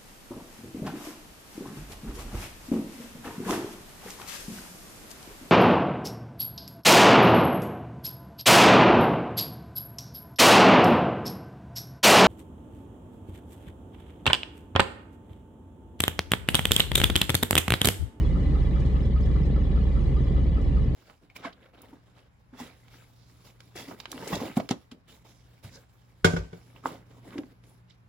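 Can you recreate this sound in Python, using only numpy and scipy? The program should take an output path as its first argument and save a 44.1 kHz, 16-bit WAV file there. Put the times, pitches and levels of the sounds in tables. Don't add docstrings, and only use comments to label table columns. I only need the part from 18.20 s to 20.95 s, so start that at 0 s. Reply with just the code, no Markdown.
import sys
import numpy as np
from scipy import signal
from scipy.fft import rfft, irfft, next_fast_len
from scipy.io import wavfile
from scipy.ndimage import map_coordinates

SR = 44100
rng = np.random.default_rng(int(sys.argv[2]) if len(sys.argv) > 2 else 0)


def file_out(sig):
    cols = np.atleast_2d(sig).T
    lim = np.clip(cols, -1, 1)
    pcm = np.round(lim * 32767).astype(np.int16)
    wavfile.write(sys.argv[1], SR, pcm)


N = 121275

# (time [s], speed [rpm])
CRANK_SPEED = [(0, 604), (.7, 597.2), (1.6, 595.8), (2.75, 596.8)]
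# (pulse, sets boom phases [dB], bark [dB], knock [dB])
CYLINDERS = [(-2, -4, -1), (-10, 0.5, -2), (1, -5.5, 4.5), (-1, 2, -5), (-16, -6, 4), (0.5, -3, -0.5),
             (-9.5, -1, 2.5), (-1.5, -1.5, 2)]
FIRST_FIRING_S, KNOCK_LEAD_S, JITTER_S, ATTACK_S = 0.0245, 0.02, 0.001, 0.0014

# (multiple of cycle rate, level [dB])
BOOM_ORDERS = [(8, -25), (11, -27.5), (12, -36), (13, -22), (15, -37), (16, -33.5), (17, -37), (18, -43),
               (19, -38), (20, -38.5), (22, -42.5), (24, -40), (25, -43.5), (27, -37), (29, -42), (31, -46),
               (32, -37.5), (34, -48), (35, -38), (36, -47.5), (38, -45.5), (40, -45), (45, -47.5),
               (46, -47), (48, -47)]
SMEAR_ABOVE_ORDER, SMEAR_RAD_PER_ORDER = 15, 0.25

# (frequency [Hz], relative level [dB])
PIPE_SPECTRUM = [(90, -34), (140, -6.5), (200, -8), (250, -10.5), (285, 7.5), (335, -3.5), (400, -5.5),
                 (540, -12.5), (640, -17), (1200, -31), (3000, -69)]
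# (frequency [Hz], relative level [dB])
PUFF_SPECTRUM = [(20, -38), (36, -2), (62, -2.5), (100, -1.5), (135, 2), (250, -5), (300, -10.5),
                 (530, -17), (650, -36), (1100, -40.5), (1500, -40.5), (5000, -70)]
PIPE_DB, PUFF_DB, PUFF_DECAY_S = -41.5, -31.5, 0.0064
WALL_DB, WALL_T60_S = 1.5, 0.37

# (multiple of its firing rate, level [dB])
TRUCK_ORDERS = [(1, -34.5), (2, -35.5)]
TRUCK_HZ, TRUCK_FIRING_S = 67.8, 0.009

# (frequency [Hz], level [dB])
HUMS = [(96.3, -43), (123.7, -38), (228.7, -47), (278.3, -48), (333.5, -55), (515, -57.5), (557, -53.5),
        (597, -63)]

# (frequency [Hz], relative level [dB])
ROAD_SPECTRUM = [(180, -23), (300, -5), (554, -14.5), (649, -22), (1200, -21.5), (1470, -32.5),
                 (1990, -29.5), (2400, -33.5), (2560, -45), (2940, -40), (3970, -39.5), (5530, -45),
                 (6100, -44), (7820, -47), (11100, -58), (13000, -64.5)]
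ROAD_DB = -44

RATTLE_PER_S, RATTLE_DB, RATTLE_DECAY_S = 240, -58, 0.006

# (frequency [Hz], width [Hz], relative level [dB])
BLOCK_MODES = [(794, 26, 9), (1120, 32, 4), (1724, 29, 3), (1883, 310, -6.5), (2007, 43, 5), (2359, 36, -3),
               (2826, 72, -7), (2950, 25, -0.5), (3137, 48, -7.5), (3344, 31, -2), (3570, 110, -14.5),
               (3863, 82, -7.5), (4110, 190, -14.5), (4536, 38, -10), (4830, 64, -15), (5110, 44, -13.5)]
KNOCK_DB, KNOCK_DECAY_S = -53.5, 0.021

# (time of one tap [s], pitch [Hz], relative level [dB])
VALVE_TAPS = [(.028, 5190, 6), (.048, 4040, 5.5), (0.049, 3356, 12.5), (0.106, 3640, 5.5),
              (.154, 4870, 3.5), (.203, 2972, 11), (0.202, 6420, -1.5)]
VALVE_DB, VALVE_DECAY_S, VALVE_WOBBLE_PER_S = -80, 0.014, 160

# (time [s], relative level [dB])
CLINKS = [(0.06, 0), (.598, 4), (0.658, 3.5), (.855, 1), (1.005, -0.5), (1.054, 0.5), (1.255, 2),
          (2.412, 3)]
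# (frequency [Hz], relative level [dB])
CLINK_SPECTRUM = [(1500, -28.5), (3000, 1), (4000, -3), (5200, -4), (5700, -3.5), (7500, -6.5),
                  (10000, -16.5), (13000, -54)]
CLINK_DB, CLINK_DECAY_S = -74.5, 0.014

# (frequency [Hz], relative level [dB])
CHIRP_SPECTRUM = [(600, -66.5), (1080, -27), (1200, 1.5), (1270, 4), (1350, -3.5), (1470, -32), (2500, -57)]
CHIRP_DB, CHIRP_START_S = -46.5, 0.1486
CHIRP_RISE_S, CHIRP_HOLD_S, CHIRP_DECAY_S = 0.01, 0.013, 0.017

# (frequency [Hz], correlation)
CORRELATION = [(60, -0.7), (170, 1.07), (350, 0.66), (700, 0.48), (1300, -0.1), (2200, 0.57), (5000, -0.02),
               (10000, 0.1)]
# (frequency [Hz], left over right [dB])
BALANCE = [(40, -8), (65, 1.7), (170, -0.4), (350, 3), (550, -0.5), (800, 3.5), (1400, 3), (2000, 0.4),
           (3100, 2), (4200, -0.5), (10000, 1)]
CLATTER_FADE_DB_PER_S, TOP_HZ = -1, 13000


def amp(db):
    return 10 ** (np.asarray(db) / 20)


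def unit(x):
    return x / np.sqrt(np.mean(x ** 2) + 1e-20)


def along(points, hz):
    f, v = np.transpose(points)
    return np.interp(np.log(hz + 1), np.log(f + 1), v)


def wobble(knots_per_s):
    knots = rng.standard_normal(int(N * knots_per_s / SR) + 4)
    return map_coordinates(knots, [np.arange(N) * knots_per_s / SR])


def filtered(x, response):
    m = next_fast_len(N + SR // 2)
    return irfft(rfft(x, m) * response(np.fft.rfftfreq(m, 1 / SR)), m)[..., :N]


def coloured(x, spectrum):
    return unit(filtered(x, lambda hz: amp(along(spectrum, hz))))


def noise():
    def mid_side_gains(hz):
        angle = np.arccos(np.clip(along(CORRELATION, hz), -1, 1)) / 2
        return np.array([np.cos(angle), np.sin(angle)])

    mid, side = filtered(rng.standard_normal((2, N)), mid_side_gains)
    return np.array([mid + side, mid - side])


def cycles(start_s):
    t = np.arange(N) / SR
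    turned = np.cumsum(np.interp(t, *np.transpose(CRANK_SPEED))) / SR / 120
    return turned - np.interp(start_s, t, turned)


def firings(start_s, levels_db, scatter_db):
    count = np.floor(cycles(start_s) * len(levels_db)).astype(int)
    at = np.flatnonzero(np.diff(count)) + 1
    level_error, late = rng.standard_normal((len(at), 2)).T
    sizes = amp(levels_db[count[at] % len(levels_db)] + scatter_db * level_error)
    jittered = at + (JITTER_S * SR * late).astype(int)
    return np.bincount(np.clip(jittered, 0, N - 1), sizes, N)


def bursts(pulses, decay_s):
    t = np.arange(SR // 8) / SR
    envelope = np.exp(-t / decay_s) * (1 - np.exp(-t / ATTACK_S))
    return unit(signal.fftconvolve(pulses, envelope)[:N])


def boom(pulse_db):
    turn, slots = cycles(FIRST_FIRING_S), np.arange(len(pulse_db)) / len(pulse_db)
    out = np.zeros(N)
    for order, db in BOOM_ORDERS:
        pattern = np.sum(amp(pulse_db) * np.exp(-2j * np.pi * order * slots))
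        smear_rad = SMEAR_RAD_PER_ORDER * max(order - SMEAR_ABOVE_ORDER, 0) * rng.standard_normal()
        phase = 2 * np.pi * order * turn + np.angle(pattern) + smear_rad
        out += amp(db + 1.54 * wobble(13)) * np.cos(phase)
    return out


def exhaust(bark_db):
    pulses = firings(FIRST_FIRING_S, bark_db, scatter_db=2.3)
    t = np.arange(SR // 4) / SR
    tail = noise()[:, :len(t)] * np.exp(-np.log(1000) * t / WALL_T60_S)
    tail /= np.linalg.norm(tail[0])
    echo = signal.fftconvolve(pulses[None], tail, axes=1)[:, :N]
    thumps = coloured(pulses + amp(WALL_DB) * echo, PIPE_SPECTRUM)
    puffs = coloured(noise() * (bursts(pulses, PUFF_DECAY_S) + 1.9), PUFF_SPECTRUM)
    return amp(PIPE_DB) * thumps + amp(PUFF_DB) * puffs


def truck():
    turn = TRUCK_HZ * (np.arange(N) / SR - TRUCK_FIRING_S)
    return sum(amp(db + wobble(8.4)) * np.cos(2 * np.pi * k * turn) for k, db in TRUCK_ORDERS)


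def driven_parts():
    t = np.arange(N) / SR
    out = np.zeros(N)
    for hz, db in HUMS:
        level = amp(db + 1.5 * wobble(9.6))
        out += level * np.sin(2 * np.pi * hz * t + 0.61 * wobble(7.9))
    return out


def road():
    return amp(ROAD_DB + 1.2 * wobble(6.58)) * coloured(noise(), ROAD_SPECTRUM)


def rattle(low_hz=1700, high_hz=4600):
    out, t = np.zeros((2, N + SR)), np.arange(SR // 20) / SR
    envelope = np.exp(-t / RATTLE_DECAY_S) * (1 - np.exp(-t / ATTACK_S))
    for when, place, angle in rng.random((int(RATTLE_PER_S * N / SR), 3)):
        hz = low_hz * (high_hz / low_hz) ** place
        ring = np.sin(2 * np.pi * hz * t + np.outer([1, -1], np.pi * (angle - 0.5)))
        out[:, int(when * N):][:, :len(t)] += ring * envelope / np.sqrt(hz)
    return amp(RATTLE_DB) * unit(out[:, :N])


def block_response(f):
    total = 0
    for k, (centre, width, db) in enumerate(BLOCK_MODES):
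        mode = 1j * f * width / (centre * centre - f * f + 1j * f * width)
        total = total + amp(db) * mode * (-1) ** k
    return total


def knocks(knock_db):
    pulses = firings(FIRST_FIRING_S - KNOCK_LEAD_S, knock_db, scatter_db=2.5)
    drive = noise() * (bursts(pulses, KNOCK_DECAY_S) + 0.6)
    return amp(KNOCK_DB) * unit(filtered(drive, block_response))


def valves():
    out, t = np.zeros((2, N)), np.arange(N) / SR
    for tap_s, hz, db in VALVE_TAPS:
        phase = np.array([wobble(VALVE_WOBBLE_PER_S), wobble(VALVE_WOBBLE_PER_S)])
        ring = np.sin(2 * np.pi * hz * t + phase)
        taps = bursts(firings(tap_s, np.zeros(1), scatter_db=3.5), VALVE_DECAY_S)
        out += amp(VALVE_DB + db) * taps * ring
    return out


def clinks():
    times_s, levels_db = np.transpose(CLINKS)
    pulses = np.bincount((times_s * SR).astype(int), amp(levels_db), N)
    return amp(CLINK_DB) * coloured(noise(), CLINK_SPECTRUM) * bursts(pulses, CLINK_DECAY_S)


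def chirp():
    turn = cycles(CHIRP_START_S)
    age_s = turn % 1 / (np.gradient(turn) * SR)
    decay_age_s = np.maximum(age_s - CHIRP_RISE_S - CHIRP_HOLD_S, 0)
    swell = np.minimum(age_s / CHIRP_RISE_S, 1) * np.exp(-decay_age_s / CHIRP_DECAY_S)
    phase = np.angle(signal.hilbert(coloured(noise(), CHIRP_SPECTRUM)))
    return amp(CHIRP_DB) * swell * unit(np.cos(phase))


def scene():
    pulse_db, bark_db, knock_db = np.transpose(CYLINDERS)
    fade = amp(CLATTER_FADE_DB_PER_S * (np.arange(N) - N / 2) / SR)
    steady = boom(pulse_db) + exhaust(bark_db) + truck() + driven_parts() + chirp()
    easing = road() + rattle() + knocks(knock_db) + valves() + clinks()
    return steady + fade * easing


def record(dry):
    def response(hz):
        return amp(np.outer([0.5, -0.5], along(BALANCE, hz))) * (hz < TOP_HZ)

    return filtered(dry, response)


dry = scene()
out = record(dry)
file_out(out)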